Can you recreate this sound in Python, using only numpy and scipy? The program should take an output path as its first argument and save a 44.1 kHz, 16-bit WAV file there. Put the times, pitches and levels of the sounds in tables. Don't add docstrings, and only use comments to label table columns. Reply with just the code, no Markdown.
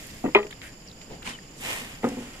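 import sys
import numpy as np
from scipy import signal
from scipy.fft import rfft, irfft
from scipy.io import wavfile
from scipy.ndimage import uniform_filter1d

SR = 44100
rng = np.random.default_rng(int(sys.argv[2]) if len(sys.argv) > 2 else 0)


def linear_from_db(decibels):
    return 10 ** (np.asarray(decibels, float) / 20)


def transcribe(signal):
    frames = np.atleast_2d(signal).T
    limited = np.clip(frames, -1, 1)
    pcm = np.round(limited * 32767).astype(np.int16)
    wavfile.write(sys.argv[1], SR, pcm)


N = 105840
T = np.arange(N) / SR
HZ = np.arange(N // 2 + 1) * SR / N + 1

# pitch_hz, level_db, t60_s
MODES_RESTING = [(233.5, 7, 0.045), (311, 6, 0.089), (400, -2, 0.15), (496, -3.5, 0.13), (600, -7.5, 0.061),
                 (735, -1.5, 0.082), (944, -7, 0.047), (1175, -12, 0.044), (1370, -12, 0.04),
                 (1950, -13, 0.052), (2600, -6, .04)]
MODES_FREE = [(213.3, -18.5, 0.26), (343.3, -3, 0.063), (412.8, -2.5, 0.19), (479, -9, 0.17),
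              (634, -4, 0.17), (832, -1.5, 0.13), (1010, -5, 0.069), (1200, -10.5, 0.17), (1338, -11, 0.11),
              (1942, -6.5, 0.077), (2073, -3, 0.066), (2466, 5, 0.05), (2910, -6.5, 0.062),
              (3236, 0, 0.045)]
MODES_ON_BASIN = [(178, -8.5, 0.079), (239.6, -1, 0.12), (278, -9.5, 0.26), (349, -5, 0.07),
                  (492, 0.5, 0.045), (536, -14.5, 0.33), (731, -23, 0.29), (861, -7.5, 0.066),
                  (111, -17, 0.14), (1244, -14, 0.067), (1820, -32, 0.049), (2050, -15, 0.09)]
# start_s, level_db, hardness_hz, length_s
KNOCKS_RESTING = [
    (.2405, -24.5, 700, 0.0038),
    (.249, -27, 1560, 0.0082),
    (.260, -28, 2600, 0.0039),
    (.274, -30, 900, 0.012),
    (.285, -35.5, 1200, 0.0076),
]
KNOCKS_FREE = [
    (.3487, -17, 5900, 0.0033),
    (.354, -12.5, 1620, 0.0055),
    (.364, -24, 3000, 0.002),
    (.374, -33, 2500, 0.0017),
    (.387, -31.5, 2500, 0.0021),
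    (.429, -42.5, 3500, 0.0076),
    (.445, -34.5, 510, 0.021),
]
KNOCKS_ON_BASIN = [(1.27, -37, 298, 0.054), (1.335, -47, 295, 0.027), (1.565, -43.5, 283, 0.041),
                   (1.6, -38.5, 272, 0.01), (1.815, -34.5, 240, 0.013), (1.865, -38, 200, .02),
                   (2.033, -27, 3060, 0.006), (2.042, -16, 1300, 0.0085), (2.067, -24.5, 1500, 0.027),
                   (2.09, -38.5, 1430, 0.011), (2.116, -30.5, 580, 0.012), (2.138, -30, 433, 0.0017),
                   (2.169, -26, 490, 0.01), (2.185, -35, 795, 0.03), (2.17, -27, 130, .03),
                   (2.205, -38.5, 800, .015), (2.222, -38.5, 600, 0.052), (2.273, -41.5, 870, 0.0084)]
TWIN_DETUNE, TWIN_DB, TWIN_T60_SHARE = 0.065, -2, 0.15
CLOSE_DETUNE, CLOSE_DB, CLOSE_T60_SHARE = 0.043, -11.0, 0.76
CLATTER_DB, CLATTER_T60_S, CLATTER_HZ = 1, 0.16, 1670
GRIT_SHARE = 0.5
RATTLE_DB, RATTLE_S, RATTLE_HZ = 3.5, 0.006, 900
PAN_CUT_HZ = 101
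# pitch_hz, likeness_0_to_1
PAN_ALIKE = [(250, 1), (500, 0.97), (3500, 0.87), (8000, .9)]
# pitch_hz, left_lead_rad
PAN_TURN = [(200, -0.72), (380, 0.4), (700, -1.5), (1030, -0.65), (1400, 1.26), (1720, 2.15), (2070, -1.5),
            (3450, -2.5)]

# start_s, attack_s, hold_s, release_t60_s, level_db
RUSTLES = [
    (0, 0.00033, 0.0086, 1.83, -45.5),
    (0.621, 0.0031, 0.055, 0.17, -46),
    (1.096, 0.0058, 0.04, 0.21, -44),
    (1.223, 0.046, 0.031, 0.26, -37.5),
    (1.569, 0.1, 0.038, 0.86, -32.5),
    (2.023, 0.0067, 0.042, 22, -48),
    (1.532, 0.045, 0.22, .35, -53.5),
]
RUSTLE_LAGS = [5.5, 2.5, -3, -16, 8.5, 4, 9.5]
# pitch_hz, level_db_per_hz
BROOM_LIFT = [(300, -3), (1000, -21.5), (1900, -6.5), (2900, -8), (4000, -12), (8000, -14), (14000, -19.5)]
BROOM_BRUSH = [(300, -5.5), (1160, -16.5), (1630, -3.5), (2990, -7), (4540, -25), (9000, -17.5),
               (14000, -26)]
PAN_SCUFF = [(200, -2), (500, -1.5), (900, -5.5), (1300, -20.5), (3000, -16.5), (14000, -43)]
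LEAVES_SHIFT = [(300, -12), (700, -5), (1030, -1.5), (1700, -2), (2990, -1), (5000, -8.5), (9000, -12),
                (14000, -28)]
LEAVES_POUR = [(150, -13), (700, -7.5), (1500, -9.5), (1950, -5), (2900, -4), (4500, -17.5), (8000, -17),
               (14000, -23.5)]
LEAVES_SETTLE = [(300, 12), (1000, 8.5), (2000, 9.5), (2900, 11.5), (4000, 1.5), (8000, 1.5),
                 (14000, -10.5)]
LEAVES_AIRY = [(1000, -35), (3500, 1.5), (8000, 6), (14000, -8.5)]
GRAINS_PER_S, GRAIN_SPREAD_DB, CLUMP_DB = 9000, 3, 1
# pitch_hz, width_hz, level_db
TIN_RING = [(886, 240, -17.5), (1280, 92, -23), (1865, 47, -9), (2130, 130, -20)]

# start_s, peak_db, pitch_hz, width_hz, side (1 right, -1 left)
SNAPS = [(.068, -34, 11000, 6100, 1), (0.431, -36, 2710, 1600, 1), (.467, -33, 1570, 1600, -1),
         (0.5068, -30.5, 1700, 1200, 1), (0.51, -30.5, 3200, 895, 1), (0.5088, -38.5, 9000, 8000, 1),
         (0.525, -29.5, 1900, 910, 1), (0.5275, -33.5, 3200, 804, 1), (0.616, -29.5, 2000, 2400, 1),
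         (0.874, -37.5, 5300, 800, 1), (.884, -34, 4870, 800, 1), (.897, -40, 4150, 700, 1),
         (0.913, -39, 3730, 700, 1), (1.014, -35.5, 2360, 2020, -1), (1.2212, -34, 900, 1200, -1),
         (1.2275, -36, 1440, 500, -1), (1.227, -30, 3000, 1000, -1), (1.224, -42.5, 9000, 8000, -1),
         (1.266, -29, 2100, 1200, -1), (1.273, -27, 1010, 250, -1), (1.2724, -22, 2500, 900, -1),
         (1.296, -33, 2950, 500, -1), (1.352, -39, 1900, 400, -1), (1.3865, -37.5, 1820, 500, -1),
         (1.6087, -32, 10000, 7160, 1), (2.0875, -29.5, 4000, 8000, 1)]
SNAP_T60_S, SNAP_RISE_S = 0.03, 0.001
# start_s, length_s, from_hz, to_hz, level_db
SQUEAKS = [
    (1.325, 0.0426, 3260, 2903, -39.5),
]
# start_s, length_s, from_hz, to_hz, level_db
SCRAPES = [
    (1.645, 0.039, 1870, 1750, -54),
    (1.668, 0.052, 2160, 2050, -44),
    (1.71, .035, 2500, 2420, -44),
    (1.715, 0.048, 1950, 1797, -38),
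    (1.81, 0.058, 1830, 1812, -49),
]
# pitch_hz, likeness_0_to_1
NEAR_ALIKE = [(300, 0.94), (1000, 0.05), (1900, 0.46), (2800, 0.7), (3800, 0.1), (14000, 0)]

# pitch_hz, width_hz, level_db, throbs_per_s, throb_depth_0_to_1
INSECTS = [
    (6993, 360, -56, 8.5, 0.13),
    (4933, 630, -57, 29, 0.28),
]
INSECT_CLICKS_PER_S = 4000
# pitch_hz, level_db_per_hz
RUMBLE = [(30, -7), (42, -5.5), (55, -9), (80, -9.5), (170, -6), (420, -16.5), (1000, -24), (3000, -41.5)]
# pitch_hz, level_db_per_hz
HISS = [(500, 6.5), (1300, 1.5), (2000, 4.5), (3000, 6), (3900, -5), (8500, -11), (11000, -10.5),
        (14000, -39)]
# pitch_hz, likeness_0_to_1
FAR_ALIKE = [(250, 0.98), (500, 0.81), (900, 0.14), (1300, 0.099), (14000, 0.017)]
RUMBLE_DB, RUMBLE_PATCHY_DB = -47, 1.0
HISS_DB, HISS_PATCHY_DB = -53, 1.5
HUM_HZ, HUM_DB = 25.8, -54.5
AIR_LAG = -3
# pitch_hz, left_over_right_db
PORTS = [(300, 0.5), (1100, -2), (1900, 5.5), (2400, -1.5), (5000, -3), (8000, -9.5), (10000, 5),
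         (13000, -11.5)]
CUTOFF_HZ = 14350


def rms_one(x):
    return x / np.sqrt(np.mean(x ** 2) + 1e-20)


def at_hz(points):
    hz, value = np.array(points).T
    return np.interp(np.log(HZ), np.log(hz), value)


def colour(x, spectrum):
    return irfft(rfft(x) * linear_from_db(at_hz(spectrum)), N)


def drift(rate_hz):
    r = np.exp(-2 * np.pi * rate_hz / SR)
    return rms_one(signal.lfilter([1], [1, -2 * r, r * r], rng.standard_normal(N + SR))[SR:])


def resonance(x, hz, width_hz):
    r = np.exp(-np.pi * width_hz / SR)
    poles = [1, -2 * r * np.cos(2 * np.pi * hz / SR), r * r]
    return signal.lfilter([(1 - r * r) / 2, 0, (r * r - 1) / 2], poles, x + 1e-18)


def ports(x, lag, alike, turn=0):
    share = np.clip(at_hz(alike), 0, 1)
    spectrum = rfft(x)
    half_phase = np.pi * HZ / SR * lag - turn / 2
    shift = np.exp(-1j * half_phase * np.array([[1], [-1]]))
    common = spectrum[0] * shift * np.sqrt(share)
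    own = 1j * np.sqrt(1 - share) * spectrum[1:]
    return irfft(common + own, N)


def burst(start_s, t60_s):
    return (T >= start_s) * linear_from_db(-60 * np.maximum(T - start_s, 0) / t60_s)


def pan_contacts(bumps):
    push, clatter = np.zeros((2, 3, N + SR))
    span = SR // 4
    t = T[:span]
    for start_s, db, hard_hz, length_s in bumps:
        grit, tail = rng.standard_normal((2, 3, span))
        soft = signal.butter(2, min(hard_hz, 15000), fs=SR, output="sos")
        along = np.clip(t / length_s, 0, 1)
        rub = GRIT_SHARE * grit * np.sin(np.pi * along) * np.sqrt(2 / (length_s * SR))
        tail = tail * along * burst(0, CLATTER_T60_S)[:span]
        i = int(start_s * SR)
        push[:, i:i + span] += linear_from_db(db) * signal.sosfilt(soft, (t == 0) + rub)
        clatter[:, i:i + span] += linear_from_db(db + CLATTER_DB) * signal.sosfilt(soft, tail)
    return push, clatter


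def neighbours(modes, detune, db_change, t60_share):
    return [(hz * (1 + detune * (-1) ** k), db + db_change, t60 * t60_share)
            for k, (hz, db, t60) in enumerate(modes)]


def pan_knocks(bumps, modes):
    push, clatter = pan_contacts(bumps)
    a, b = int(bumps[0][0] * SR), int(bumps[-1][0] * SR) + SR // 3
    ring = resonance(clatter[:, a:b], CLATTER_HZ, 2200)
    twins = neighbours(modes, TWIN_DETUNE, TWIN_DB, TWIN_T60_SHARE)
    close = neighbours(modes, -CLOSE_DETUNE, CLOSE_DB, CLOSE_T60_SHARE)
    for k, (hz, db, t60_s) in enumerate(modes + twins + close):
        r, w = linear_from_db(-60 / (t60_s * SR)), 2 * np.pi * hz / SR
        rattle = rms_one(uniform_filter1d(rng.standard_normal(b - a), int(RATTLE_S * SR)))
        waver = linear_from_db(RATTLE_DB * min(hz / RATTLE_HZ, 1) * rattle)
        strength = linear_from_db(db) * np.sin(w) * (-1) ** k
        poles = [1, -2 * r * np.cos(w), r * r]
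        ring += waver * signal.lfilter([0, strength], poles, push[:, a:b] + 1e-18)
    ring[1] *= -1
    radiated = signal.butter(3, [PAN_CUT_HZ, 3600], "band", fs=SR, output="sos")
    out = np.zeros((3, N + SR))
    out[:, a:b] = signal.sosfilt(radiated, ring)
    return out[:, :N]


def leaves():
    strength = linear_from_db(GRAIN_SPREAD_DB * np.minimum(rng.exponential(1, N), 4))
    grains = (rng.random(N) < GRAINS_PER_S / SR) * strength * rng.choice([-1, 1], (3, N))
    rubbing = 0.8 * rng.standard_normal((3, N))
    crackle = (rms_one(grains) + rubbing) * linear_from_db(CLUMP_DB * drift(49))
    crackle = crackle + sum(linear_from_db(db) * resonance(crackle, hz, width_hz) * 2 for hz, width_hz, db in TIN_RING)
    tones = [BROOM_LIFT, BROOM_BRUSH, PAN_SCUFF, LEAVES_SHIFT, LEAVES_POUR, LEAVES_SETTLE, LEAVES_AIRY]
    out = np.zeros((2, N))
    for (start_s, attack_s, hold_s, t60_s, db), lag, tone in zip(RUSTLES, RUSTLE_LAGS, tones):
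        rise = np.clip((T - start_s) / attack_s, 0, 1) ** 2
        fall_db = 60 * np.maximum(T - start_s - attack_s - hold_s, 0) / t60_s
        tone_rms = np.sqrt(np.mean(linear_from_db(at_hz(tone)) ** 2))
        out += ports(colour(crackle * rise * linear_from_db(db - fall_db), tone) / tone_rms, lag, NEAR_ALIKE)
    return out


def snaps():
    grit = rng.standard_normal((3, N))
    right, left = np.zeros((2, 3, N))
    span = SR // 10
    shape = burst(0, SNAP_T60_S)[:span] * np.minimum(T[:span] / SNAP_RISE_S, 1)
    for start_s, db, hz, width_hz, side in SNAPS:
        i = int(start_s * SR)
        crack = grit[:, i:i + span] * shape * linear_from_db(db) * np.sqrt(SR / width_hz / 4)
        place = right if side > 0 else left
        place[:, i:i + span] += resonance(resonance(crack, hz, width_hz), hz, width_hz)
    return ports(right, 3.3, NEAR_ALIKE) + ports(left, -4.5, NEAR_ALIKE)


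def squeaks(rows, lag, waver_db):
    out = np.zeros(N)
    waver = linear_from_db(waver_db * drift(204))
    for start_s, length_s, from_hz, to_hz, db in rows:
        along = np.clip((T - start_s) / length_s, 0, 1)
        swell = np.sqrt(np.abs(np.sin(np.pi * along))) * (along < 1)
        pitch_hz = from_hz + (to_hz - from_hz) * along ** 0.65
        out += linear_from_db(db) * swell * np.sin(2 * np.pi * np.cumsum(pitch_hz) / SR)
    return ports(np.tile(out * waver, (3, 1)), lag, NEAR_ALIKE)


def insects():
    out = np.zeros((2, N))
    for hz, width_hz, db, throb_hz, depth in INSECTS:
        clicks = (rng.random((2, N)) < INSECT_CLICKS_PER_S / SR) * rng.standard_normal((2, N))
        throb_phase = 2 * np.pi * np.cumsum(throb_hz * (1 + 0.28 * drift(4.6))) / SR
        beat = 1 + depth * np.sin(throb_phase)
        band = resonance(resonance(clicks, hz, width_hz * 1.5), hz, width_hz * 1.5)
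        out += linear_from_db(db + drift(10.0)) * beat * rms_one(band)
    return out


def air():
    rumble = rms_one(colour(rng.standard_normal((3, N)), RUMBLE))
    rumble = rumble * linear_from_db(RUMBLE_DB + RUMBLE_PATCHY_DB * drift(11.6))
    hiss = rms_one(colour(rng.standard_normal((3, N)), HISS))
    hiss = hiss * linear_from_db(HISS_DB + HISS_PATCHY_DB * drift(13.0))
    hum = linear_from_db(HUM_DB) * np.sin(2 * np.pi * HUM_HZ * T)
    return ports(rumble + hiss, AIR_LAG, FAR_ALIKE) + hum


def scene():
    ground = pan_knocks(KNOCKS_RESTING, MODES_RESTING) + pan_knocks(KNOCKS_FREE, MODES_FREE)
    ground = ports(ground, 0, PAN_ALIKE, at_hz(PAN_TURN)) * linear_from_db(0.74 * np.array([[1], [-1]]))
    basin = ports(pan_knocks(KNOCKS_ON_BASIN, MODES_ON_BASIN), 4.3, PAN_ALIKE)
    twig = squeaks(SQUEAKS, -3.2, waver_db=3.0)
    stems = squeaks(SCRAPES, 3.6, waver_db=3.5)
    return ground + basin + leaves() + snaps() + twig + stems + insects() + air()


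def top_cut(x):
    return signal.sosfilt(signal.butter(12, 14560, fs=SR, output="sos"), x)


def record(dry):
    rounded = 1.229 * np.tanh(dry / 1.319)
    tilt = linear_from_db(at_hz(PORTS) * np.array([[0.5], [-0.5]])) * (HZ < CUTOFF_HZ)
    mix = irfft(rfft(rounded) * tilt, N)
    return top_cut(mix)


dry = scene()
out = record(dry)
transcribe(out)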